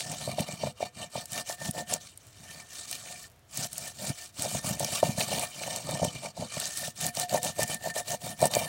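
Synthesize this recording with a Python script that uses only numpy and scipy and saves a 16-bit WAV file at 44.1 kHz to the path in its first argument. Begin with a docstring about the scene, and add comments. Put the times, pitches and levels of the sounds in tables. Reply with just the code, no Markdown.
"""Pestle grinding wet seeds in a clay mortar

Quick strokes close to a phone in a quiet kitchen. Grit noise rasps and rings the wall, body, table and rim;
the rim rings on when the stroke runs up the wall. Bumps and knocks are soft pushes into body and table modes.
Seeds split as short filtered noise bursts, fragments crunch as decaying sine grains, sticky paste ticks faintly.
"""
import sys
import numpy as np
from scipy import signal
from scipy.fft import rfft, irfft, next_fast_len
from scipy.io import wavfile
from scipy.ndimage import uniform_filter1d, map_coordinates

SR = 44100
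rng = np.random.default_rng(int(sys.argv[2]) if len(sys.argv) > 2 else 0)


def store_wav(level_fs):
    """Save 16-bit WAV to argv[1]."""
    pcm = np.round(np.clip(np.atleast_2d(level_fs), -1, 1) * 32767)
    wavfile.write(sys.argv[1], SR, pcm.T.astype(np.int16))


N = 382788

# pestle knocks: start_s, ring_peak_db, thud_db (table thud peak against ring peak)
KNOCK_EVENTS = [(0.276, -23, -5.5), (0.291, -27, -7), (0.383, -19.5, -10), (0.488, -31, -3),
                (0.635, -19, -9), (0.669, -26.5, -5), (0.805, -26.5, -18), (0.826, -17.5, -13),
                (1.154, -23, -9), (1.177, -30.5, -3), (1.614, -32, -18), (1.687, -34.5, 13),
                (1.78, -26, -23), (1.923, -25.5, -19), (3.585, -46.5, 17), (4.02, -34.5, -12),
                (4.102, -51, 5), (4.436, -42, 1), (4.447, -26.5, -24), (4.457, -27, -20), (4.548, -25.5, 1),
                (4.643, -30.5, 1), (4.804, -22, -15), (4.925, -30.5, -2), (5.029, -8, -16),
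                (5.04, -25.5, 0.5), (5.179, -27, 2), (5.204, -25, -15), (5.316, -24, -20), (5.38, -28, -14),
                (5.616, -34, -23), (5.891, -26.5, -15), (5.996, -26, -16), (6.017, -22, -0.5),
                (6.029, -15.5, -7), (6.049, -20.5, -24), (6.227, -43, -8), (6.423, -26, -3),
                (6.569, -28.5, 0), (6.878, -32, -1), (7.05, -33.5, 1), (7.171, -27.5, -6),
                (7.326, -28, -13), (7.344, -12.5, -22), (7.366, -30, -19), (7.44, -43, -18),
                (7.583, -30, -13), (7.593, -18, -26), (7.857, -30, -17), (7.871, -24, -31),
                (7.963, -22.5, -29), (8.088, -35, -18), (8.132, -30, -6), (8.42, -20, -11),
                (8.426, -9.5, -13), (8.439, -20, -22), (8.455, -16.5, -22), (8.567, -13.5, -14)]
# mortar body resonances: centre_hz, width_hz, level_db
BODY_MODES = [(497, 7.7, 1), (603.3, 110, 12.5), (726, 74, 13.5), (900.5, 60, 9), (1250, 40, -33)]
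# table resonances: centre_hz, width_hz, level_db
TABLE_MODES = [(94.4, 66, -7.5), (152, 59, 0.5), (222, 32, -1.5), (270, 68, -9.5)]


def grinding():
    """Sliding contact drives wall, body, table and rim, each from its own scale of roughness."""
    # contact place, relative to the rubbing: time_s, low_rim_db, high_rim_db, wall_db, bright_db
    place = [(0.0, -10, -16, -19, -16), (0.3, -14.5, -16, 2.5, -10), (0.93, -11, -12.5, 1, -20),
             (1.3, -16, -14, -6, -8.5), (1.86, -2, -5.5, -13, -10.5), (2.1, -23, -27, -3.5, -13),
             (2.4, -17, -7.5, -4, -11), (3.3, -12, -18, -11.5, -10.5), (3.6, -17, -19, -12.5, -9),
             (4.3, -18, -18.5, -12, -9), (4.7, -25, -18.5, -6, -8.5), (5.5, -18, -12, -3.5, -8.5),
             (6.37, -20, -18.5, -2, -20), (6.75, -14.5, -13.5, -14, -9), (7.23, -5.5, -13, -8.5, -8),
             (7.85, -9, -2.5, -9.5, -6), (8.25, -7.5, -14, -8, -6), (8.68, -18, -5, 5, -2)]
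    low_rim_db, high_rim_db, wall_db, bright_db = curves(place)
    rasp_db, bump_db, weight_db = strokes()
    # the paste grips and slips
    slip_db = rasp_db + 0.58 * wobble(40) + 1.91 * wobble(150)
    force = patchy(grit(3000, spread_db=2.5, smooth=1.07), depth_db=2.5)
    contact = rasp(force, slip_db - 2.5) + crunch(slip_db - 13, count=4000)
    contact += wall_ring(force, slip_db + wall_db - 19.0)
    contact += fizz(slip_db + bright_db + 3.0)
    contact += bumps(bump_db + 1 - lifted()) + table_weight(weight_db + 0.5)
    # the low rim mode answers bumps as well as rasp, the high one rasp alone
    low_feed_db = 0.5 * rasp_db + 0.5 * bump_db + low_rim_db - 2.5
    high_feed_db = rasp_db + high_rim_db - 5.0
    return contact + rim_ring([low_feed_db, high_feed_db])


def strokes():
    """Speed rises and falls along quarter sines; levels follow its powers, overlapping strokes add in power."""
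    # strokes: fastest_s, rise_s, fall_s, rasp_db, bump_db, table_weight_db
    stroke_rows = [(0.0, 0.04, 0.11, -36, -47, -54.0), (0.136, 0.23, 0.081, -39, -44, -42),
                   (0.22, 0.1, 0.13, -38.5, -48.5, -45), (0.302, 0.1, 0.11, -44, -44.5, -38),
                   (0.411, 0.1, 0.067, -40.5, -38.5, -38.5), (0.519, 0.18, 0.12, -46, -46, -45.5),
                   (0.667, 0.18, 0.1, -44, -39.5, -39), (0.834, 0.12, 0.11, -45, -42, -49),
                   (1.016, 0.13, 0.11, -44.5, -45.5, -47), (1.177, 0.124, 0.149, -42.5, -47.5, -55),
                   (1.394, 0.19, 0.062, -35.5, -42, -41.5), (1.507, 0.1, 0.095, -37, -44.5, -55),
                   (1.658, 0.14, 0.099, -37, -42.5, -41.5), (1.788, 0.11, 0.094, -39, -38, -40),
                   (1.932, 0.11, 0.086, -33.5, -40.5, -41.5), (2.03, 0.072, 0.2, -49.5, -70, -60),
                   (2.25, 0.28, 0.45, -60.5, -79, -72.0), (2.549, 0.41, 0.26, -48, -58, -58),
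                   (2.61, 0.089, 0.055, -48.5, -66, -66), (2.785, 0.19, 0.158, -42, -59.5, -65.0),
                   (2.937, 0.19, 0.18, -40.0, -56.5, -54.5), (3.11, 0.26, 0.2, -42.5, -54.5, -54.0),
                   (3.245, 0.27, 0.07, -45.5, -74, -63), (3.639, 0.21, 0.069, -33, -42, -44.0),
                   (3.848, 0.31, 0.16, -39, -51, -50), (4.081, 0.23, 0.095, -34.5, -43, -40.5),
                   (4.22, 0.2, 0.15, -42.5, -60.5, -69.0), (4.441, 0.15, 0.12, -34, -41.0, -37.5),
                   (4.555, 0.17, 0.108, -34.0, -46.5, -41), (4.698, 0.15, 0.15, -33.5, -39, -37),
                   (4.832, 0.11, 0.069, -36, -37, -35), (4.979, 0.33, 0.089, -35, -42, -46.5),
                   (5.039, 0.035, 0.22, -37, -38.5, -35.0), (5.205, 0.084, 0.11, -31.5, -37.0, -39),
                   (5.337, 0.19, 0.259, -35, -35.5, -37.5), (5.435, 0.074, 0.05, -37.5, -38, -58),
                   (5.676, 1, 0.16, -49, -75, -73), (5.748, 0.47, 0.19, -39, -41.5, -46),
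                   (5.942, 0.23, 0.093, -39.0, -37, -35.5), (6.04, 0.086, 0.14, -38, -39, -37.5),
                   (6.155, 1, 0.21, -47.5, -54, -47.5), (6.245, 0.085, 0.12, -42.5, -41.5, -46),
                   (6.421, 0.13, 0.1, -43, -39, -39), (6.593, 0.21, 0.35, -35, -49.5, -49.5),
                   (6.841, 0.2, 0.13, -33.5, -48.5, -48), (7.063, 0.17, 0.081, -31.5, -41.5, -39.5),
                   (7.206, 0.12, 0.097, -32.5, -39.5, -43), (7.354, 0.122, 0.082, -32.5, -31.5, -35.5),
                   (7.46, 0.082, 0.12, -32.5, -35.5, -40), (7.629, 0.13, 0.042, -32, -35.5, -35),
                   (7.723, 0.13, 0.1, -36, -40.5, -44), (7.892, 0.17, 0.06, -39.5, -41, -42.5),
                   (7.979, 0.072, 0.087, -35.0, -36.5, -46), (8.126, 0.14, 0.084, -36, -37.5, -43),
                   (8.271, 0.12, 0.15, -39, -42.5, -42), (8.452, 0.13, 0.07, -35.5, -30.5, -32.5),
                   (8.562, 0.13, 0.25, -38, -34, -40.5)]
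    # amplitude grows as speed to these powers: rasp, bumps, weight; doubled for power
    laws = 2 * np.array([[4.39], [6.44], [4.9]])
    t, power = np.arange(N) / SR, np.full((3, N), 1e-12)
    for peak_s, rise_s, fall_s, *db in stroke_rows:
        start, stop = (max(0, round(s * SR)) for s in (peak_s - rise_s, peak_s + fall_s))
        span = slice(start, stop)
        away = np.where(t[span] < peak_s, (peak_s - t[span]) / rise_s, (t[span] - peak_s) / fall_s)
        speed = np.cos(np.pi / 2 * np.clip(away, 0, 1))
        power[:, span] += amp(db)[:, None] ** 2 * speed ** laws
    return 10 * np.log10(power)


def rasp(force, level_db):
    """Grit under the pestle heard directly, as noise of a fixed colour."""
    # rasp spectrum: freq_hz, density_db_per_hz
    rasp_spectrum = [(300, -10.5), (1000, -20), (1400, -6.5), (2050, -17), (3300, -8), (4500, -3),
                     (8000, 0.5), (10000, -9), (12000, -61), (16500, -55)]
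    return driven(force, level_db, colour(rasp_spectrum))


def crunch(level_db, count):
    """Seed fragments break as short pitched grains of many sizes."""
    length = 256  # samples
    when, pitch, size = rng.random(count), rng.standard_normal(count), rng.exponential(size=count)
    hz = np.clip(4200 * np.exp(0.35 * pitch), 2200, 12000)[:, None]
    t = np.arange(length) / SR
    strength = amp(4.2 * np.minimum(size, 4))[:, None]
    grains = strength * np.sin(2 * np.pi * hz * t) * np.exp(-hz * t / 3)
    at = (when * N).astype(int)[:, None] + np.arange(length)
    mix = np.bincount(at.ravel(), grains.ravel(), N + length)[:N]
    return amp(level_db) * unit(mix)


def wall_ring(force, level_db):
    """Clay wall modes, each fed more or less as the contact point travels."""
    # wall resonances: centre_hz, undamped_width_hz, level_db
    wall_modes = [(1187, 94, 5), (2364, 23.3, 10), (2810, 91, 3.5), (3023, 37, 7.5), (3680, 27, 5),
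                  (4054, 55, 4), (4440, 52, 7), (4680, 20, -13), (5580, 50, 3), (6110, 40, -4),
                  (8420, 460, 5.5)]
    wet_width_hz, wander_db = 90, 3.5  # the paste damps every mode to at least this width
    out = np.zeros(N)
    for hz, width_hz, db in wall_modes:
        feed_db = level_db + db + wander_db * wobble(28)
        out += driven(force, feed_db, modes([(hz, max(width_hz, wet_width_hz), 0)]))
    return out


def fizz(level_db):
    """The finest grit, nearly all one size, gives a dry brightness."""
    # fizz spectrum: freq_hz, density_db_per_hz
    fizz_spectrum = [(6000, -21), (9500, -3), (11500, -9.5), (14000, -12), (15800, -8)]
    fine = patchy(grit(2500, spread_db=0.5, smooth=0.44), depth_db=3.5)
    return driven(fine, level_db, colour(fizz_spectrum))


def bumps(level_db):
    """The pestle bumps over lumps: sparse soft impacts ring the body."""
    lumps = grit(250, spread_db=3.5, smooth=0.62)
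    return driven(lumps, level_db, lambda f: modes(BODY_MODES)(f) * soft(1200)(f))


def lifted():
    """dB lost by the bumps as the pestle skips off the clay just before a knock above -12 dB."""
    t, loss_db = np.arange(N) / SR, np.zeros(N)
    for start_s, db, _ in KNOCK_EVENTS:
        near = slice(max(0, round((start_s - 0.06) * SR)), round(start_s * SR))
        dip_db = 0.5 * (db + 12) * np.exp((t[near] - start_s) / 0.0093)
        loss_db[near] = np.maximum(loss_db[near], dip_db)
    return loss_db


def table_weight(level_db):
    """The weight of the stroke shakes the table modes through a very soft contact."""
    load = grit(120, spread_db=5.5, smooth=1.0)
    return driven(load, level_db, lambda f: modes(TABLE_MODES)(f) * soft(400)(f))


def rim_ring(feeds_db):
    """Two narrow rim modes share one rough shaking force and flare unevenly."""
    # rim resonances, low then high: centre_hz, width_hz, level_db
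    rim_modes = [(713, 13, 5.7), (1799.4, 23, 5.94)]
    shake = grit(90, spread_db=2.0, smooth=0.64)
    out = np.zeros(N)
    for feed_db, (hz, width_hz, db) in zip(feeds_db, rim_modes):
        out += driven(shake, feed_db + db + 0.85 * wobble(14), modes([(hz, width_hz, 0)]))
    return out


def knocks():
    """Each knock is a short soft push; body modes ring at new strengths, with a table thud."""
    # pestle's own note in a knock: centre_hz, width_hz, level_db
    pestle_mode = [(625, 102, 5)]
    out, push = np.zeros(N + SR), np.zeros(SR // 4)
    push[0] = 1
    thud = filtered(push, lambda f: modes(TABLE_MODES)(f) * soft(350)(f))
    luck = rng.standard_normal((len(KNOCK_EVENTS), len(BODY_MODES)))
    for (start_s, db, thud_db), draws in zip(KNOCK_EVENTS, luck):
        body = [(hz, width_hz, level + 3 * z) for (hz, width_hz, level), z in zip(BODY_MODES, draws)]
        ring = filtered(push, lambda f: (1.1 * modes(body)(f) - modes(pestle_mode)(f)) * soft(1050)(f) ** 2)
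        blow = ring / np.abs(ring).max() + amp(thud_db) * thud / np.abs(thud).max()
        out[round(start_s * SR):][:len(push)] += amp(db) * blow
    return out[:N]


def cracks():
    """A seed splits in a burst of a few milliseconds: a wide snap that leans on its own centre."""
    # seed cracks: start_s, level_db (before a common trim), centre_hz
    crack_events = [(0.006, -12.5, 3900), (0.1163, -18, 8400), (0.392, -20, 2480), (0.4065, -15.5, 8000),
                    (1.256, -22.5, 7750), (1.319, -19, 8480), (1.332, -15, 8100), (1.71, -12, 9800),
                    (1.918, -30, 8200), (1.9374, -5.5, 7440), (2.175, -23.5, 8850), (2.9125, -15.5, 8500),
                    (2.928, -15, 4400), (3.5727, -13, 7860), (3.7304, -19, 8200), (3.7803, -13.5, 8100),
                    (4.395, -16.5, 4670), (4.4214, -9.5, 8000), (4.679, -21, 8780), (4.796, -12, 8060),
                    (4.8335, -18, 6240), (4.8462, -8.5, 5900), (4.951, -32, 3070), (5.196, -12.5, 7600),
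                    (5.2058, -12, 4060), (5.211, -10, 2450), (5.346, -22, 3060), (5.3847, -18, 3010),
                    (5.3947, -12.5, 8540), (5.4256, -17, 8300), (5.635, -18, 2390), (5.7606, -13.5, 8000),
                    (5.9097, -17, 8510), (6.0472, -11, 8500), (6.5993, -13, 7500), (6.655, -11.5, 6140),
                    (6.773, -14, 8640), (7.011, -14.5, 7800), (7.0653, -8.5, 7700), (7.151, -17, 8000),
                    (7.17, -15.5, 4800), (7.1975, -8.5, 7650), (7.294, -18, 4320), (7.43, -13.5, 8000),
                    (7.447, -13, 8200), (7.605, -17, 9580), (7.6307, -9, 7940), (7.678, -19.5, 8200),
                    (7.744, -13, 8800), (7.94, -24.5, 6700), (8.082, -20, 4500), (8.415, -13, 7240),
                    (8.437, -21, 8580), (8.4548, -6, 8300), (8.468, -13, 9300), (8.5125, -18, 7200),
                    (8.537, -11, 3460), (8.5503, -6.5, 6800), (8.56, -25, 9500)]
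    trim_db = -5.5
    out, t = np.zeros(N + SR), np.arange(SR // 50) / SR
    envelope = amp(-60 * t / 0.014) * (1 - np.exp(-t / 0.0003))
    for start_s, db, hz in crack_events:
        centre, wide = modes([(hz, 0.16 * hz, 0)]), modes([(0.85 * hz, 0.9 * hz, -12)])
        burst = filtered(rng.standard_normal(len(t)) * envelope, lambda f: centre(f) + wide(f))
        out[round(start_s * SR):][:len(t)] += amp(db + trim_db) * burst / np.abs(burst).max()
    return out[:N]


def ticks():
    """Sticky paste pops faintly at a steady average rate, even while the pestle is nearly still."""
    return driven(grit(30, spread_db=6, smooth=0), -70, modes([(8500, 9000, 0)]))


def kitchen():
    """Faint room noise with a low rumble, its level wavering slightly."""
    # room spectrum: freq_hz, density_db_per_hz
    room_spectrum = [(15, -43), (25, -10), (110, 2.5), (175, -12.5), (529, -18.5), (605, -16), (693, -13),
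                     (793, -20.5), (1520, -21.5), (15900, -36)]
    noise = unit(filtered(rng.standard_normal(N), colour(room_spectrum)))
    return amp(-59 + 1.9 * wobble(7.0)) * noise


def grit(rate_hz, spread_db, smooth):
    """Random tiny impacts with a long tail of sizes, over smooth sliding noise."""
    hit = rng.random(N) < rate_hz / SR
    tail = np.minimum(rng.exponential(size=N), 3.5)
    size = amp(spread_db * tail) * rng.standard_normal(N)
    return unit(hit * size) + smooth * rng.standard_normal(N)


def patchy(x, depth_db):
    """Random gain in patches of frequency and time: the paste changes under the pestle."""
    z = signal.stft(x, nperseg=256)[2]
    field = uniform_filter1d(rng.standard_normal(z.shape), size=7, axis=0)
    field = uniform_filter1d(field, size=9, axis=1)
    return signal.istft(z * amp(depth_db * unit(field)), nperseg=256)[1][:N]


def wobble(rate_hz):
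    """A smooth random curve, rate_hz knots a second."""
    knots = rng.standard_normal(int(N * rate_hz / SR) + 4)
    return map_coordinates(knots, [np.arange(N) * rate_hz / SR])


def curves(rows):
    """One value per sample for each column after the time."""
    time_s, *cols = np.transpose(rows)
    return [np.interp(np.arange(N) / SR, time_s, c) for c in cols]


def driven(force, level_db, response):
    """A force of changing strength rings through a response scaled to mean power gain 1."""
    power = np.mean(np.abs(response(np.linspace(1, SR / 2, 20000))) ** 2)
    return filtered(unit(force) * amp(level_db), response) / np.sqrt(power)


def modes(table):
    """Causal response of a set of resonances, alternating in sign."""
    def response(f):
        total = 0
        for k, (hz, width_hz, db) in enumerate(table):
            damping = 1j * f * width_hz
            total = total + (-1) ** k * amp(db) * damping / (hz * hz - f * f + damping)
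        return total
    return response


def soft(hz):
    """A soft contact passes little above hz."""
    return lambda f: 1 / (1 + 1j * f / hz) ** 2


def colour(points):
    """Gain against frequency from (Hz, dB) points on a log axis."""
    f, db = np.transpose(points)
    return lambda hz: amp(np.interp(np.log(hz + 1), np.log(f + 1), db))


def filtered(x, response):
    """x through a complex response of frequency, by zero-padded FFT."""
    m = next_fast_len(len(x) + SR // 2)
    return irfft(rfft(x, m) * response(np.fft.rfftfreq(m, 1 / SR)), m)[:len(x)]


def amp(db):
    """Gain of a level in dB."""
    return 10 ** (np.asarray(db) / 20)


def unit(x):
    """x at rms 1."""
    return x / np.sqrt(np.mean(x ** 2) + 1e-20)


def scene():
    """Everything at the one microphone."""
    return (grinding() + knocks() + cracks() + ticks() + kitchen())[None]


def record(dry):
    """The phone's microphone loses the deepest bass and keeps nothing above its band limit."""
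    low_cut_hz, top_hz = 45, 15950
    mic = lambda f: (f < top_hz) * (1j * f / low_cut_hz) ** 2 * soft(low_cut_hz)(f)
    return filtered(dry[0], mic)[None]


dry = scene()
out = record(dry)
store_wav(out)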